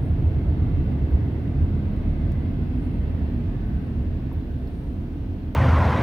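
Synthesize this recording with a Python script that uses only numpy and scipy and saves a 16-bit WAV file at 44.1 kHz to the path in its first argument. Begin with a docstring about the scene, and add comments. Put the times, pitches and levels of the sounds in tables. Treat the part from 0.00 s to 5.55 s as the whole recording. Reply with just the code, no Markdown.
"""A parked motorcycle rumbles broadly, without a regular beat, in a concrete garage; a moving stereo pair hears it.
Rumble: shaped noise, noise-driven hall resonances and two straying low tones, with uneven swells of the boom.
Roar: shaped noise, dull and bright, with fuzzy narrow bands. Levels follow the distances to pipes and engine.
Near the microphones: a faint noise whistle, noise ticks, gliding squeaks and ringing metal clinks.
Microphone hiss is added, then a low-pass limits the band."""
import sys
import numpy as np
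from scipy import signal
from scipy.fft import rfft, irfft, next_fast_len
from scipy.io import wavfile
from scipy.ndimage import uniform_filter1d

SR = 44100
rng = np.random.default_rng(int(sys.argv[2]) if len(sys.argv) > 2 else 0)


def generate_wav(sig):
    """Save sig (samples, or channels by samples) to the path in sys.argv[1] as 16-bit PCM at SR."""
    pcm = np.round(np.clip(np.atleast_2d(sig).T, -1, 1) * 32767).astype(np.int16)
    wavfile.write(sys.argv[1], SR, pcm)


N = 244755

# microphone path: t/s, distance from pipe ends/m, distance from engine block/m
MIC_PATH = [(0.0, 0.51, 1.37), (.9, 0.5, 0.85), (1.8, 0.61, 0.97), (2.3, 0.6, 0.63), (2.8, 0.91, 0.42),
            (3.3, 0.83, 0.55), (4.1, 1.13, 0.85), (4.9, 1.48, 1.41), (5.55, 1.71, 1.07)]
# layer: level at 1 m from both/dB, loss per doubled distance from pipe ends/dB, from engine block/dB
DISTANCE_LOSS = {"boom": (-34.5, 5.2, 0.1), "lower": (-33, 4.92, 0.096), "middle": (-36, 0.57, 3.87),
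                 "upper": (-39, 2.6, 0.32), "dull": (-45, 3.3, 0.34), "bright": (-57, 1.6, 1.1),
                 "whine": (-64, 2.6, 1.4), "high": (-69, 8.9, 5.4)}
# left-right likeness of the noise layers: f/Hz, likeness/0..1
STEREO_LIKENESS = [(30, .995), (110, .985), (210, .95), (390, .88), (720, .63), (1350, .04), (4670, .02)]
# channel balance of noise: f/Hz, left minus right/dB
STEREO_TILT = [(60, -1.5), (260, -1.3), (600, 0), (4670, -.3)]
# lowest standing wave: t/s, level/dB
LOWEST_WAVE = [(0.0, -34), (0.49, -33), (0.52, -41), (0.63, -28), (1.47, -51), (1.56, -27.5), (1.85, -39),
               (1.92, -29), (2.29, -28.5), (2.72, -37), (3.04, -29), (3.2, -37.5), (3.76, -30.5),
               (3.85, -46), (3.91, -34), (5.55, -38)]
# uneven swells of the boom: t of top/s, level/dB, pitch/Hz
BOOM_SWELLS = [(0.122, -16.5, 78.1), (0.224, -30.5, 83.8), (0.267, -14.5, 79.2), (0.37, -19.5, 77.5),
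               (0.49, -21.5, 76.1), (0.532, -28, 86), (0.622, -18.5, 80.7), (0.754, -19.5, 80.3),
               (0.803, -20.5, 73), (0.87, -24.5, 83.34), (0.969, -26.5, 71.35), (1.037, -19.5, 69.9),
               (1.142, -15, 75.6), (1.239, -26.5, 70.93), (1.382, -26, 79.0), (1.585, -21.5, 79.86),
               (1.628, -14.5, 79.5), (1.771, -24, 79.9), (1.863, -24, 76.46), (1.903, -31, 82.0),
               (1.989, -30, 84.1), (2.053, -28, 81.9), (2.096, -20.5, 78.0), (2.198, -30, 71.66),
               (2.239, -23.5, 83.05), (2.305, -26.5, 77.0), (2.35, -39, 92.15), (2.399, -22, 79.8),
               (2.476, -26.5, 80.14), (2.515, -34, 81.8), (2.617, -24.5, 79.85), (2.691, -26.5, 80.0),
               (2.775, -23, 76.4), (2.869, -25, 71.7), (2.91, -31, 77.27), (2.953, -28.5, 79.0),
               (3.008, -24, 69.6), (3.057, -29, 70.8), (3.094, -27, 72.77), (3.143, -22.5, 84.76),
               (3.236, -21.5, 77.1), (3.287, -27, 81.2), (3.371, -25.5, 72.54), (3.436, -29, 80.8),
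               (3.48, -27, 88.3), (3.667, -29, 81.4), (3.759, -20.5, 75.86), (3.906, -31, 80.0),
               (3.962, -30.5, 83.3), (4.003, -23.5, 71.66), (4.094, -23.5, 83.0), (4.151, -24, 78),
               (4.253, -31, 75.0), (4.328, -39, 77.05), (4.372, -22, 73.0), (4.552, -27, 73.0),
               (4.641, -25.5, 70.5), (4.746, -30, 75.54), (4.898, -28.5, 72.0), (4.995, -28, 80.6),
               (5.151, -32, 80.1), (5.212, -28.5, 73.7), (5.319, -24.0, 80.7), (5.479, -27.5, 79.8)]
# rumble spectrum: f/Hz, relative density/dB per Hz
RUMBLE_SPECTRUM = [(8, -40.5), (16, -16.5), (30, -5.5), (58, 5), (78, -8), (112, 2), (180, -9), (340, -24),
                   (520, -53), (2000, -120)]
# hall resonances, three groups: f/Hz, width/Hz, relative level/dB
LOWER_MODES = [(103.4, 40, -0.5), (136.6, 20, -1), (161.4, 32, -4.5)]
MIDDLE_MODES = [(182.6, 15, -5), (203, 13.6, 2), (238.8, 16, -0.5), (249.4, 29, -2)]
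UPPER_MODES = [(276.8, 9.9, 4.5), (281.3, 63, -0.5), (303, 78, -5.5), (327.2, 25, -0.5), (421, 31, -9),
               (682, 130, -16), (930, 57, -24.5)]
# roar spectrum ahead of the dull/bright split: f/Hz, relative density/dB per Hz
ROAR_SPECTRUM = [(210, -35), (350, -2.5), (424, -6), (561, -11), (702, -15.5), (983, -19.5), (1360, -21),
                 (2090, -22.5), (2360, -24), (2670, -22.5), (2950, -26), (3270, -26.5), (3800, -29.5),
                 (4400, -32.5), (5120, -39), (5700, -46), (6660, -61), (11300, -120)]
# fuzzy bands in the roar, lower and higher group: f/Hz, width/Hz, relative level/dB
WHINE_LOW_MODES = [(1517, 93, 1), (1700, 67, 0), (1848, 120, -4)]
WHINE_HIGH_MODES = [(2000, 180, -8), (2082, 260, 0.5), (2660, 130, -5)]
# whistle swells: t/s, half length/s, level/dB
WHISTLE_SWELLS = [(0.048, 0.067, -70.5), (2.84, 0.024, -76), (2.88, 0.16, -77), (3.85, 0.12, -77.5),
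                  (4.8, .2, -74.5)]
# whistle bands: f/Hz, width/Hz, relative level/dB
WHISTLE_MODES = [(8800, 630, -1.5), (10800, 2700, -8)]
# dry ticks and a knock: t/s, peak before pan/dB, centre f/Hz, width/Hz, t60/s, left minus right/dB
TICK_EVENTS = [(1.107, -60, 14100, 2002, 0.013, 1), (1.922, -63, 13920, 2500, .012, 0),
               (1.964, -59, 8440, 4000, .015, 9), (2.319, -53, 5600, 1500, 0.025, 5),
               (2.3195, -49.5, 11660, 5000, 0.029, 6), (4.315, -40, 916, 190, 0.031, 4),
               (4.673, -58, 4335, 180, 0.022, .5), (4.675, -62, 5250, 180, 0.026, .5),
               (4.678, -59, 15220, 883, 0.02, 0), (5.005, -65, 8610, 1478, 0.019, .5)]
# squeaks: t/s, length/s, level/dB, from f/Hz, to f/Hz
SQUEAK_EVENTS = [(1.249, 0.041, -83, 11450, 11900), (1.319, 0.088, -86, 9850, 9380),
                 (1.45, 0.027, -85, 9400, 9100), (1.317, 0.024, -82, 9200, 9000),
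                 (1.386, 0.075, -84, 11820, 11400), (3.645, 0.063, -77, 10880, 11600),
                 (3.723, 0.037, -78, 11430, 10840)]
# metal clinks: t/s, peak before pan/dB, left minus right/dB
CLINK_EVENTS = [(4.3289, -53, 6.2), (4.679, -64, 1.2)]
# clink partials: f/Hz, relative level/dB, t60/s
METAL_MODES = [(11750, 0, .025), (11830, -16, .16), (11940, -18, .12), (13250, -6, .025)]
# hiss spectrum: f/Hz, relative density/dB per Hz
HISS_SPECTRUM = [(2500, -20), (5000, 1), (5800, 1.5), (7300, -5), (8900, -1.5), (10000, -4.5), (12000, -2),
                 (14000, -1), (15700, 0)]

RUMBLE_TRIM_DB, LOWER_TRIM_DB = -1.8, 0.5  # both against the "lower" layer level
BOOM_FOLLOW_DB_PER_DB = 0.048  # gain of rumble and lower modes per dB of boom swell
SWELL_RISE_S, SWELL_FALL_S = 0.026, 0.025  # boom swell: from top to about 9 dB below it
SPLIT_HZ, GRAIN_DB = 1250, 0.7  # dull/bright crossover; quick rms unevenness of the bright half
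WHINE_SWELL_T_S, WHINE_SWELL_HALF_S, WHINE_SWELL_DB = 3.75, 0.31, 5.6  # lower fuzzy bands stand out
SHAKE_HZ, SHAKE_DB = 130, 4.5  # rms straying of a squeak
HISS_DB, HISS_LIKENESS = -69, 0.17
EDGE_HZ = 15750


def gain_of(db):
    """Decibels to amplitude factor."""
    return 10 ** (np.asarray(db) / 20)


def evened(x):
    """Scales to rms 1."""
    return x / np.sqrt(np.mean(x ** 2) + 1e-20)


def read(points, hz):
    """Interpolates a table on a log-frequency axis."""
    f_hz, value = np.transpose(points)
    return np.interp(np.log(hz + 1), np.log(f_hz + 1), value)


def curves(rows):
    """One value per sample for each column after t."""
    t_s, *columns = np.transpose(rows)
    return [np.interp(np.arange(N) / SR, t_s, column) for column in columns]


def modes_db(modes, hz):
    """Summed power of noise-driven resonances with steep flanks, in dB."""
    power = 0
    for f_hz, width_hz, db in modes:
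        power = power + gain_of(2 * db) / (1 + (2 * (hz - f_hz) / width_hz) ** 2) ** 2
    return 10 * np.log10(power)


def field(shape_db, likeness=STEREO_LIKENESS):
    """Stereo noise at rms 1; likeness sets how much the channels share at each frequency."""
    hz = np.fft.rfftfreq(next_fast_len(N), 1 / SR)
    a, b, c, d = rng.standard_normal((len(hz), 4)).T
    alike = np.clip(read(likeness, hz), 0, 1)
    left = a + 1j * b
    right = alike * left + np.sqrt(1 - alike ** 2) * (c + 1j * d)
    half_tilt_db = read(STEREO_TILT, hz) / 2
    tilted = np.array([left * gain_of(half_tilt_db), right * gain_of(-half_tilt_db)])
    return evened(irfft(tilted * gain_of(shape_db(hz)))[:, :N])


def drifting(x, patchy_db, bins):
    """Shifts the colour in slow random time-frequency patches common to both channels."""
    z = signal.stft(x, nperseg=1024, noverlap=768)[2]
    patches = rng.standard_normal(z.shape[1:])
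    patches = uniform_filter1d(patches, size=bins, axis=0)
    patches = evened(uniform_filter1d(patches, size=50, axis=1))
    return signal.istft(z * gain_of(patchy_db * patches), nperseg=1024, noverlap=768)[1][:, :N]


def placed(t_s, sound, pan_db):
    """Puts a short sound at its moment and side."""
    out = np.zeros(N)
    start = round(t_s * SR)
    out[start:start + len(sound)] = sound
    return out * gain_of([[pan_db / 2], [-pan_db / 2]])


def levels():
    """Layer levels in dB: a fixed loss per doubling of each source distance."""
    pipes, engine = np.log2(curves(MIC_PATH))  # doublings of 1 m
    return {name: db - pipes_db * pipes - engine_db * engine
            for name, (db, pipes_db, engine_db) in DISTANCE_LOSS.items()}


def boom_shape(rest_db):
    """Level in dB of Gaussian swells added in power to the resting boom; pitch in Hz slides between them."""
    t = np.arange(N) / SR
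    power = gain_of(2 * rest_db)
    for top_s, db, _ in BOOM_SWELLS:
        side_s = np.where(t < top_s, SWELL_RISE_S, SWELL_FALL_S)
        power = power + gain_of(2 * db) * np.exp(-2 * ((t - top_s) / side_s) ** 2)
    _, pitch_hz = curves(BOOM_SWELLS)
    return 10 * np.log10(power), pitch_hz


def standing_wave(level_db, hz, wander_hz, flutter_db, per_s, tilt_db, apart_rad):
    """Low tone of randomly straying pitch and level; slight phase and level offsets part the channels."""
    span = round(SR / per_s)
    drift = uniform_filter1d(uniform_filter1d(rng.standard_normal((3, N)), span), span)
    phase = 2 * np.pi * np.cumsum(hz + wander_hz * evened(drift[0])) / SR
    slip = apart_rad * evened(drift[1]) * np.array([[1], [-1]])
    level_db = level_db + flutter_db * evened(drift[2]) + np.array([[tilt_db], [-tilt_db]])
    return np.sqrt(2) * gain_of(level_db) * np.sin(phase + slip)


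def hall():
    """Broad rumble noise, the hall resonances it rings and the two lowest standing waves."""
    at = levels()
    boom_db, boom_hz = boom_shape(at["boom"])
    lower_db = at["lower"] + BOOM_FOLLOW_DB_PER_DB * (boom_db - at["boom"])
    lowest_db, = curves(LOWEST_WAVE)
    lowest = standing_wave(lowest_db, hz=40, wander_hz=3.5, flutter_db=1.8, per_s=35, tilt_db=-.6, apart_rad=.06)
    boom = standing_wave(boom_db, boom_hz, wander_hz=6, flutter_db=1.1, per_s=45, tilt_db=-.75, apart_rad=.08)
    rumble = gain_of(lower_db + RUMBLE_TRIM_DB) * field(lambda hz: read(RUMBLE_SPECTRUM, hz))
    lower = gain_of(lower_db + LOWER_TRIM_DB) * field(lambda hz: modes_db(LOWER_MODES, hz))
    middle = gain_of(at["middle"]) * field(lambda hz: modes_db(MIDDLE_MODES, hz))
    upper = gain_of(at["upper"]) * field(lambda hz: modes_db(UPPER_MODES, hz))
    return lowest + boom + rumble + lower + middle + upper


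def dull_db(hz):
    """Roar spectrum below the crossover."""
    return read(ROAR_SPECTRUM, hz) - 10 * np.log10(1 + (hz / SPLIT_HZ) ** 6)


def bright_db(hz):
    """Roar spectrum above the crossover."""
    return read(ROAR_SPECTRUM, hz) - 10 * np.log10(1 + (SPLIT_HZ / (hz + 1)) ** 6)


def roar():
    """Diffuse upper rumble: dull and bright noise plus fuzzy resonant bands."""
    at = levels()
    t = np.arange(N) / SR
    whine_db = at["whine"] + WHINE_SWELL_DB * np.exp(-((t - WHINE_SWELL_T_S) / WHINE_SWELL_HALF_S) ** 2)
    grain_db = GRAIN_DB * evened(uniform_filter1d(rng.standard_normal(N), size=90))
    dull = gain_of(at["dull"]) * field(dull_db)
    bright = gain_of(at["bright"] + grain_db) * field(bright_db)
    whine_low = gain_of(whine_db) * field(lambda hz: modes_db(WHINE_LOW_MODES, hz))
    whine_high = gain_of(at["high"]) * field(lambda hz: modes_db(WHINE_HIGH_MODES, hz))
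    # the microphones move through the reflections
    return drifting(dull + bright + whine_low + whine_high, patchy_db=1.0, bins=3)


def whistle():
    """Faint narrow-band noise in Gaussian swells."""
    t = np.arange(N) / SR
    swells = sum(gain_of(db) * np.exp(-((t - t_s) / half_s) ** 2) for t_s, half_s, db in WHISTLE_SWELLS)
    return swells * field(lambda hz: modes_db(WHISTLE_MODES, hz))


def tick(t_s, peak_db, hz, width_hz, t60_s, pan_db):
    """Exponentially decaying noise through a Gaussian band."""
    t = np.arange(4096) / SR
    snap = rng.standard_normal(len(t)) * gain_of(-60 * t / t60_s)
    band = np.exp(-((np.fft.rfftfreq(len(t), 1 / SR) - hz) / width_hz) ** 2)
    lead = 32  # samples of room for the filter's pre-ring
    snap = np.roll(irfft(rfft(snap) * band), lead)
    return placed(t_s - lead / SR, gain_of(peak_db) * snap / abs(snap).max(), pan_db)


def squeak(t_s, length_s, db, from_hz, to_hz):
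    """Shaky gliding tone that bends most at its low end."""
    u = np.arange(0, length_s, 1 / SR) / length_s
    bend = np.sin(np.pi / 2 * u) if to_hz > from_hz else 1 - np.cos(np.pi / 2 * u)
    shake = evened(uniform_filter1d(rng.standard_normal((2, len(u))), size=120))
    pitch_hz = from_hz + (to_hz - from_hz) * bend + SHAKE_HZ * shake[0]
    tone = np.sin(2 * np.pi * np.cumsum(pitch_hz) / SR)
    envelope = np.sqrt(2) * gain_of(db + SHAKE_DB * shake[1]) * np.sqrt(np.sin(np.pi * u))
    return placed(t_s, envelope * tone, 0)


def clink(t_s, peak_db, pan_db):
    """Small metal part struck once: decaying partials with a soft onset."""
    t = np.arange(6000) / SR
    ring = sum(gain_of(db - 60 * t / t60_s) * np.sin(2 * np.pi * hz * t) for hz, db, t60_s in METAL_MODES)
    ring = ring * (1 - np.exp(-t / .0008))
    return placed(t_s, gain_of(peak_db) * ring / abs(ring).max(), pan_db)


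def scene():
    """Sums the hall, the roar and the small near sounds."""
    ticks = sum(tick(*row) for row in TICK_EVENTS)
    squeaks = sum(squeak(*row) for row in SQUEAK_EVENTS)
    clinks = sum(clink(*row) for row in CLINK_EVENTS)
    return hall() + roar() + whistle() + ticks + squeaks + clinks


def record(dry):
    """Adds slightly wavering microphone hiss, then a linear-phase low-pass."""
    hiss = field(lambda hz: read(HISS_SPECTRUM, hz), likeness=[(0, HISS_LIKENESS)])
    wet = dry + gain_of(HISS_DB) * drifting(hiss, patchy_db=0.7, bins=51)
    wet = np.pad(wet, ((0, 0), (1023, 1023)), "edge")
    low_pass = signal.firwin(2047, EDGE_HZ, window=("kaiser", 9), fs=SR)
    return signal.oaconvolve(wet, low_pass[None], "valid", axes=1)


dry = scene()
out = record(dry)
generate_wav(out)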